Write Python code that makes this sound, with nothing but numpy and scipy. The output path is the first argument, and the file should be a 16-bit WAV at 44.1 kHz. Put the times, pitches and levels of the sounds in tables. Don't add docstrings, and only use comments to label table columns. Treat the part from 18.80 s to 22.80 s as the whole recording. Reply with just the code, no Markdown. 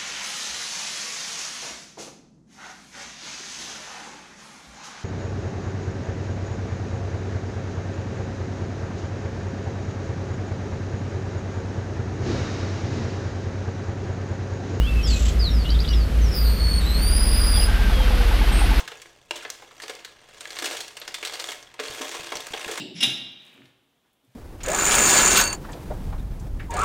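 import sys
import numpy as np
from scipy import signal
from scipy.fft import rfft, irfft
from scipy.io import wavfile
from scipy.ndimage import uniform_filter1d

SR = 44100
rng = np.random.default_rng(int(sys.argv[2]) if len(sys.argv) > 2 else 0)


def wav_record(signal):
    frames = np.transpose(np.atleast_2d(signal))
    bounded = np.clip(frames, -1, 1)
    quanta = np.round(bounded * 32767).astype(np.int16)
    wavfile.write(sys.argv[1], SR, quanta)


N = 176400

# (time [s], mids [dB], bass re mids [dB], treble re mids [dB], T60 [s], facet pitch [Hz])
BUCKLES = [(0.0016, -40.5, 0, -4.5, 0.089, 1000), (0.0774, -34.5, -23, -12, 0.055, 1270),
           (0.1182, -40.5, -4, -21, 0.061, 503), (0.218, -47, -23, -2, 0.05, 2240),
           (0.258, -51.5, -2.5, -27, 0.028, 1930), (0.5092, -27, -8, -14, 0.037, 2680),
           (0.5566, -38.5, -7.5, -4.5, 0.13, 3220), (0.6234, -43, -8.5, -9.5, 0.11, 1420.0),
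           (0.6505, -35, -7, -33, 0.06, 1720), (0.702, -41, -41, 5, 0.028, 5760),
           (0.822, -51.5, 5, -8, 0.062, 940), (0.91, -52, -1, -25, 0.084, 1100),
           (1.0006, -40, -18, -16, 0.044, 1770), (1.02, -42.5, -11, -2.5, 0.092, 4500),
           (1.035, -40, -5.5, -11, 0.071, 4480), (1.0812, -40, -14, -7.5, 0.037, 1700),
           (1.096, -36.5, -2, -8, 0.071, 460), (1.1518, -62, -20, 13.5, 0.029, 4530.0),
           (1.2481, -39, -38, -6.5, 0.054, 3840), (1.6077, -40, -14.5, -4, 0.053, 8800),
           (1.6551, -36, -36, -20, 0.018, 1620), (1.7051, -39.5, -19, -7, 0.049, 4360),
           (1.768, -35, -17, -20, 0.048, 4860), (1.788, -34, -31, -6, 0.048, 4080.0),
           (1.8223, -35.5, -2.5, -5, 0.073, 1350), (1.842, -34, -20, -4, 0.078, 4430),
           (1.8567, -29.5, -23, -5.5, 0.059, 2550), (1.871, -41, -12, -9, 0.053, 4400),
           (1.9254, -38, -4, -4.5, 0.13, 477), (1.9682, -35.5, -22, -5.5, 0.074, 3300),
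           (2.005, -36.5, -11.5, -1.5, 0.071, 4140), (2.0812, -49, -22, 1, 0.031, 4320),
           (2.1686, -40.5, -10, -4.5, 0.061, 2760), (2.2162, -37.5, -12.5, -15, 0.057, 4160),
           (2.2779, -35.5, -10.5, -7, 0.055, 5200), (2.3426, -31, -23, -7, 0.068, 3740),
           (2.4281, -31.5, -12, -15.5, 0.068, 2250), (2.4499, -31.5, -15.5, -4.5, 0.073, 3800),
           (2.4726, -34.5, -11, -7.5, 0.056, 4200), (2.5356, -37, -10, -4.5, 0.088, 4270),
           (2.598, -33, -10.5, -5.5, 0.063, 4540), (2.6418, -35.5, -12, -6.5, 0.031, 3440),
           (2.687, -33.5, -7.5, -9.5, 0.087, 3280), (2.7177, -36, -9.5, -7, 0.067, 2040),
           (2.8274, -50.5, -7.5, -3, 0.041, 5940), (2.941, -48.5, -9, -9, 0.048, 900),
           (2.992, -34, -7.5, -30, 0.074, 500), (2.9986, -33, -1.5, -9.5, 0.059, 450),
           (3.053, -36.5, -21, -13, 0.054, 1130), (3.211, -37.5, 0, -4.5, 0.11, 1040),
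           (3.3213, -42, -13, -15, 0.13, 4500), (3.3475, -40, 1.5, -5.5, 0.08, 990),
           (3.4702, -44, -23, -6, 0.033, 4430), (3.5206, -32.5, -1, -14, 0.067, 945),
           (3.5549, -38, -4, -1, 0.047, 5760), (3.5697, -37.5, -22, -4, 0.038, 4570),
           (3.6049, -41, -7.5, -3, 0.047, 3440), (3.6686, -42, -4, -1, 0.044, 1240),
           (3.7351, -30, -4.5, -17, 0.082, 3280), (3.883, -41.5, 5, -9, 0.16, 470),
           (3.9126, -39, -5, -0.5, 0.082, 3070), (3.976, -33.5, -12, -8, 0.058, 2200)]
# (time [s], mids [dB], treble [dB])
RATTLE_LEVELS = [(0, -46, -56), (.15, -51.5, -55), (.36, -62, -65.5), (.49, -67, -66), (.6, -47, -57),
                 (.9, -58.5, -61), (1.1, -48, -54), (1.38, -57.5, -66.5), (1.68, -49, -49.5),
                 (1.87, -35.5, -36.5), (2.13, -53.5, -56.5), (2.402, -49.5, -50.5), (2.52, -41.5, -45),
                 (2.71, -46.5, -42.5), (2.8, -52.5, -56.5), (2.97, -59, -72), (3.03, -41, -42.5),
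                 (3.3, -39, -41), (3.68, -47, -50.5), (3.8, -40, -42.5), (4, -36.5, -40)]
PATCH_HZ = [2664, 3360, 4480, 5950, 6870, 8690, 10370, 11870, 13100]
# (time [s], level [dB])
HEAP_SLUMPS = [(1.824, -50), (2.989, -49.5), (3.198, -44)]
# (time [s], level [dB])
KNOCKS = [(0.026, -57), (2.298, -70), (3.099, -52.5), (3.398, -53.5), (3.553, -53.5), (3.707, -51.5),
          (3.864, -50.5)]
# (frequency [Hz], relative density [dB])
PAPER_SPECTRUM = [(150, -32), (290, -11.5), (480, -3.5), (850, -3.5), (1750, 5.5), (3500, 3), (4900, -5.5),
                  (8400, -10), (10000, -17.5), (16000, -24)]
KNOCK_SPECTRUM = [(30, 4), (270, -1), (1200, -56)]
AIR_SPECTRUM = [(40, -4.5), (90, -8.5), (500, -11), (4000, -25.5), (16000, -49)]
# (frequency [Hz], width [Hz], gain [dB])
CONE_MODES = [(274.7, 11.7, 5), (347, 10.6, 12.5), (439, 45.6, 5), (552, 16, -2), (605, 30, -1.5),
              (722.5, 25.6, 0.5), (1060, 17, -1.5), (1668, 50, -1.5), (2110, 89, -4), (2823, 68, -7),
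              (3296, 28, -7.5), (3700, 12, -21), (3967, 17, -26)]
TAIL_T60_S = [0.32, 0.38, 0.42]
TAIL_DB = [-6, -7.5, -9.5]

BASS_EDGE_HZ, TREBLE_EDGE_HZ = 922, 5690
SNAP_TRIM_DB, TREBLE_TRIM_DB = -0.5, 4.5


def buckle(t60_s, lead_samples, slow_t60_s=0.075, onset_s=0.00059):
    creak_s, creak_db = 0.00091, -4.5
    crack_s, crack_db, spike_db = 0.00052, -10, 19.5
    t = np.arange(SR // 10) / SR
    slowness = (t60_s / slow_t60_s) ** 2
    sharpness = 1 / (1 + slowness)
    flutter = decay(t, t60_s) * (1 - np.exp(-t / (onset_s * slowness)))
    crack = sharpness * from_db(crack_db) * np.exp(-t / crack_s)
    burst = rng.standard_normal(len(t)) * (flutter + crack)
    burst[0] = sharpness * from_db(spike_db)
    swell = np.exp(-t[:lead_samples] / creak_s)[::-1]
    creak = (1 - sharpness) * from_db(creak_db) * swell * rng.standard_normal(lead_samples)
    return np.concatenate([creak, burst])


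def paper_snaps(facet_q=7.5, facet_db=5):
    out, filters = np.zeros(N), band_filters()
    lead_samples = SR // 60
    attack = slice(lead_samples, lead_samples + int(0.016 * SR))
    for time_s, mids_db, bass_db, treble_db, t60_s, hz in BUCKLES:
        sheet = colour(buckle(t60_s, lead_samples), PAPER_SPECTRUM)
        snap = sheet + from_db(facet_db) * resonate(sheet, hz, hz / facet_q)
        for sos, tone_db in zip(filters, (bass_db, 0, treble_db + TREBLE_TRIM_DB)):
            band = signal.sosfilt(sos, snap)
            gain = from_db(mids_db + tone_db + SNAP_TRIM_DB) / band[attack].std()
            add(out, time_s - lead_samples / SR, gain * band)
    return out


def seed_ticks(hz, rate_per_s, spread_db=4, t60_s=0.029, rub_db=-10.5, ring_db=10):
    sizes = from_db(spread_db * np.minimum(rng.exponential(1, N), 3.1))
    hits = sizes * (rng.random(N) < rate_per_s / SR)
    power = signal.lfilter([1], [1, -decay(1 / SR, t60_s) ** 2], hits ** 2 + 1e-18)
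    envelope = np.sqrt(power / power.mean() + from_db(rub_db) ** 2)
    ticks = envelope * rng.standard_normal(N)
    return ticks + from_db(ring_db) * resonate(ticks, hz, width_hz=250)


def seed_rattle(ticks_per_s=450, bass_re_mids_db=-7):
    ticks = sum(seed_ticks(hz, ticks_per_s / len(PATCH_HZ)) for hz in PATCH_HZ)
    running_rms = np.sqrt(uniform_filter1d(ticks ** 2, SR // 20))
    rattle = colour(ticks / running_rms, PAPER_SPECTRUM)
    times_s, *levels_db = np.transpose(RATTLE_LEVELS)
    mids_db, treble_db = (np.interp(np.arange(N) / SR, times_s, db) for db in levels_db)
    bands = zip(band_filters(), (mids_db + bass_re_mids_db, mids_db, treble_db))
    return sum(from_db(db) * unit_rms(signal.sosfilt(sos, rattle)) for sos, db in bands)


def heap_slumps(low_hz=248, high_hz=520, rise_s=0.01):
    out, t = np.zeros(N), np.arange(SR // 6) / SR
    sos = signal.butter(2, [low_hz, high_hz], "band", fs=SR, output="sos")
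    for time_s, db in HEAP_SLUMPS:
        thud = signal.sosfilt(sos, rng.standard_normal(len(t)) * t * np.exp(-t / rise_s))
        add(out, time_s, from_db(db) * thud / thud[:SR // 20].std())
    return out


def seed_ping(time_s=2.2, db=-34.5, hz=11700, t60_s=0.016):
    out, t = np.zeros(N), np.arange(SR // 20) / SR
    add(out, time_s, from_db(db) * np.sin(2 * np.pi * hz * t) * decay(t, t60_s))
    return out


def hand_knocks(flutter_db=-30, t60_s=0.16):
    out, t = np.zeros(N), np.arange(SR // 4) / SR
    push = t == 0
    for time_s, db in KNOCKS:
        flutter = from_db(flutter_db) * rng.standard_normal(len(t)) * decay(t, t60_s)
        knock = colour(push + flutter, KNOCK_SPECTRUM)
        add(out, time_s, from_db(db) * knock / knock[:SR // 20].std())
    return out


def cone_hollow(x, direct_db=-2.5, drive_db=-1):
    drive = from_db(drive_db) * x
    ring = sum(from_db(db) * resonate(drive, hz, width_hz) for hz, width_hz, db in CONE_MODES)
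    return from_db(direct_db) * x + ring


def room_reverb(x, build_s=0.0096):
    t, tail = np.arange(SR * 2 // 3) / SR, 0
    for sos, t60_s, db in zip(band_filters(), TAIL_T60_S, TAIL_DB):
        envelope = decay(t, t60_s) * (1 - np.exp(-t / build_s))
        reflections = rng.standard_normal(len(t)) * envelope / np.linalg.norm(envelope)
        tail = tail + from_db(db) * signal.sosfilt(sos, reflections)
    return signal.fftconvolve(x, tail)[:N]


def background(air_db=-63.5, hum_hz=122, hum_db=-73.5):
    air = unit_rms(colour(rng.standard_normal(N), AIR_SPECTRUM))
    hum = np.sqrt(2) * np.sin(2 * np.pi * hum_hz * np.arange(N) / SR)
    return from_db(air_db) * air + from_db(hum_db) * hum


def from_db(db):
    return 10 ** (np.asarray(db) / 20)


def unit_rms(x):
    return x / np.sqrt(np.mean(x ** 2) + 1e-20)


def decay(t, t60_s):
    return np.exp(-np.log(1000) * t / t60_s)


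def resonate(x, hz, width_hz):
    r = np.exp(-np.pi * width_hz / SR)
    feedback = [1, -2 * r * np.cos(2 * np.pi * hz / SR), r * r]
    return (1 - r * r) / 2 * signal.lfilter([1, 0, -1], feedback, x)


def colour(x, spectrum, taps=4096):
    hz, db = np.transpose(spectrum)
    grid_hz = np.maximum(np.arange(taps // 2 + 1) * SR / taps, 1)
    gain = from_db(np.interp(np.log(grid_hz), np.log(hz), db))
    cepstrum = irfft(np.log(gain))
    cepstrum[1:taps // 2] *= 2
    cepstrum[taps // 2 + 1:] = 0
    impulse_response = irfft(np.exp(rfft(cepstrum)))
    return signal.fftconvolve(x, impulse_response)[:len(x)]


def band_filters():
    edges = [(BASS_EDGE_HZ, "low"), ([BASS_EDGE_HZ, TREBLE_EDGE_HZ], "band"), (TREBLE_EDGE_HZ, "high")]
    return [signal.butter(4, hz, kind, fs=SR, output="sos") for hz, kind in edges]


def add(out, time_s, x):
    start = int(round(time_s * SR))
    x = x[max(-start, 0):]
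    start = min(max(start, 0), N)
    out[start:start + len(x)] += x[:N - start]


def scene():
    near = cone_hollow(seed_rattle() + paper_snaps() + heap_slumps()) + hand_knocks()
    return (near + room_reverb(near) + seed_ping() + background())[None]


def record(dry):
    cutoff_hz = 15800
    return signal.sosfilt(signal.ellip(10, .1, 80, cutoff_hz, fs=SR, output="sos"), dry)


dry = scene()
out = record(dry)
wav_record(out)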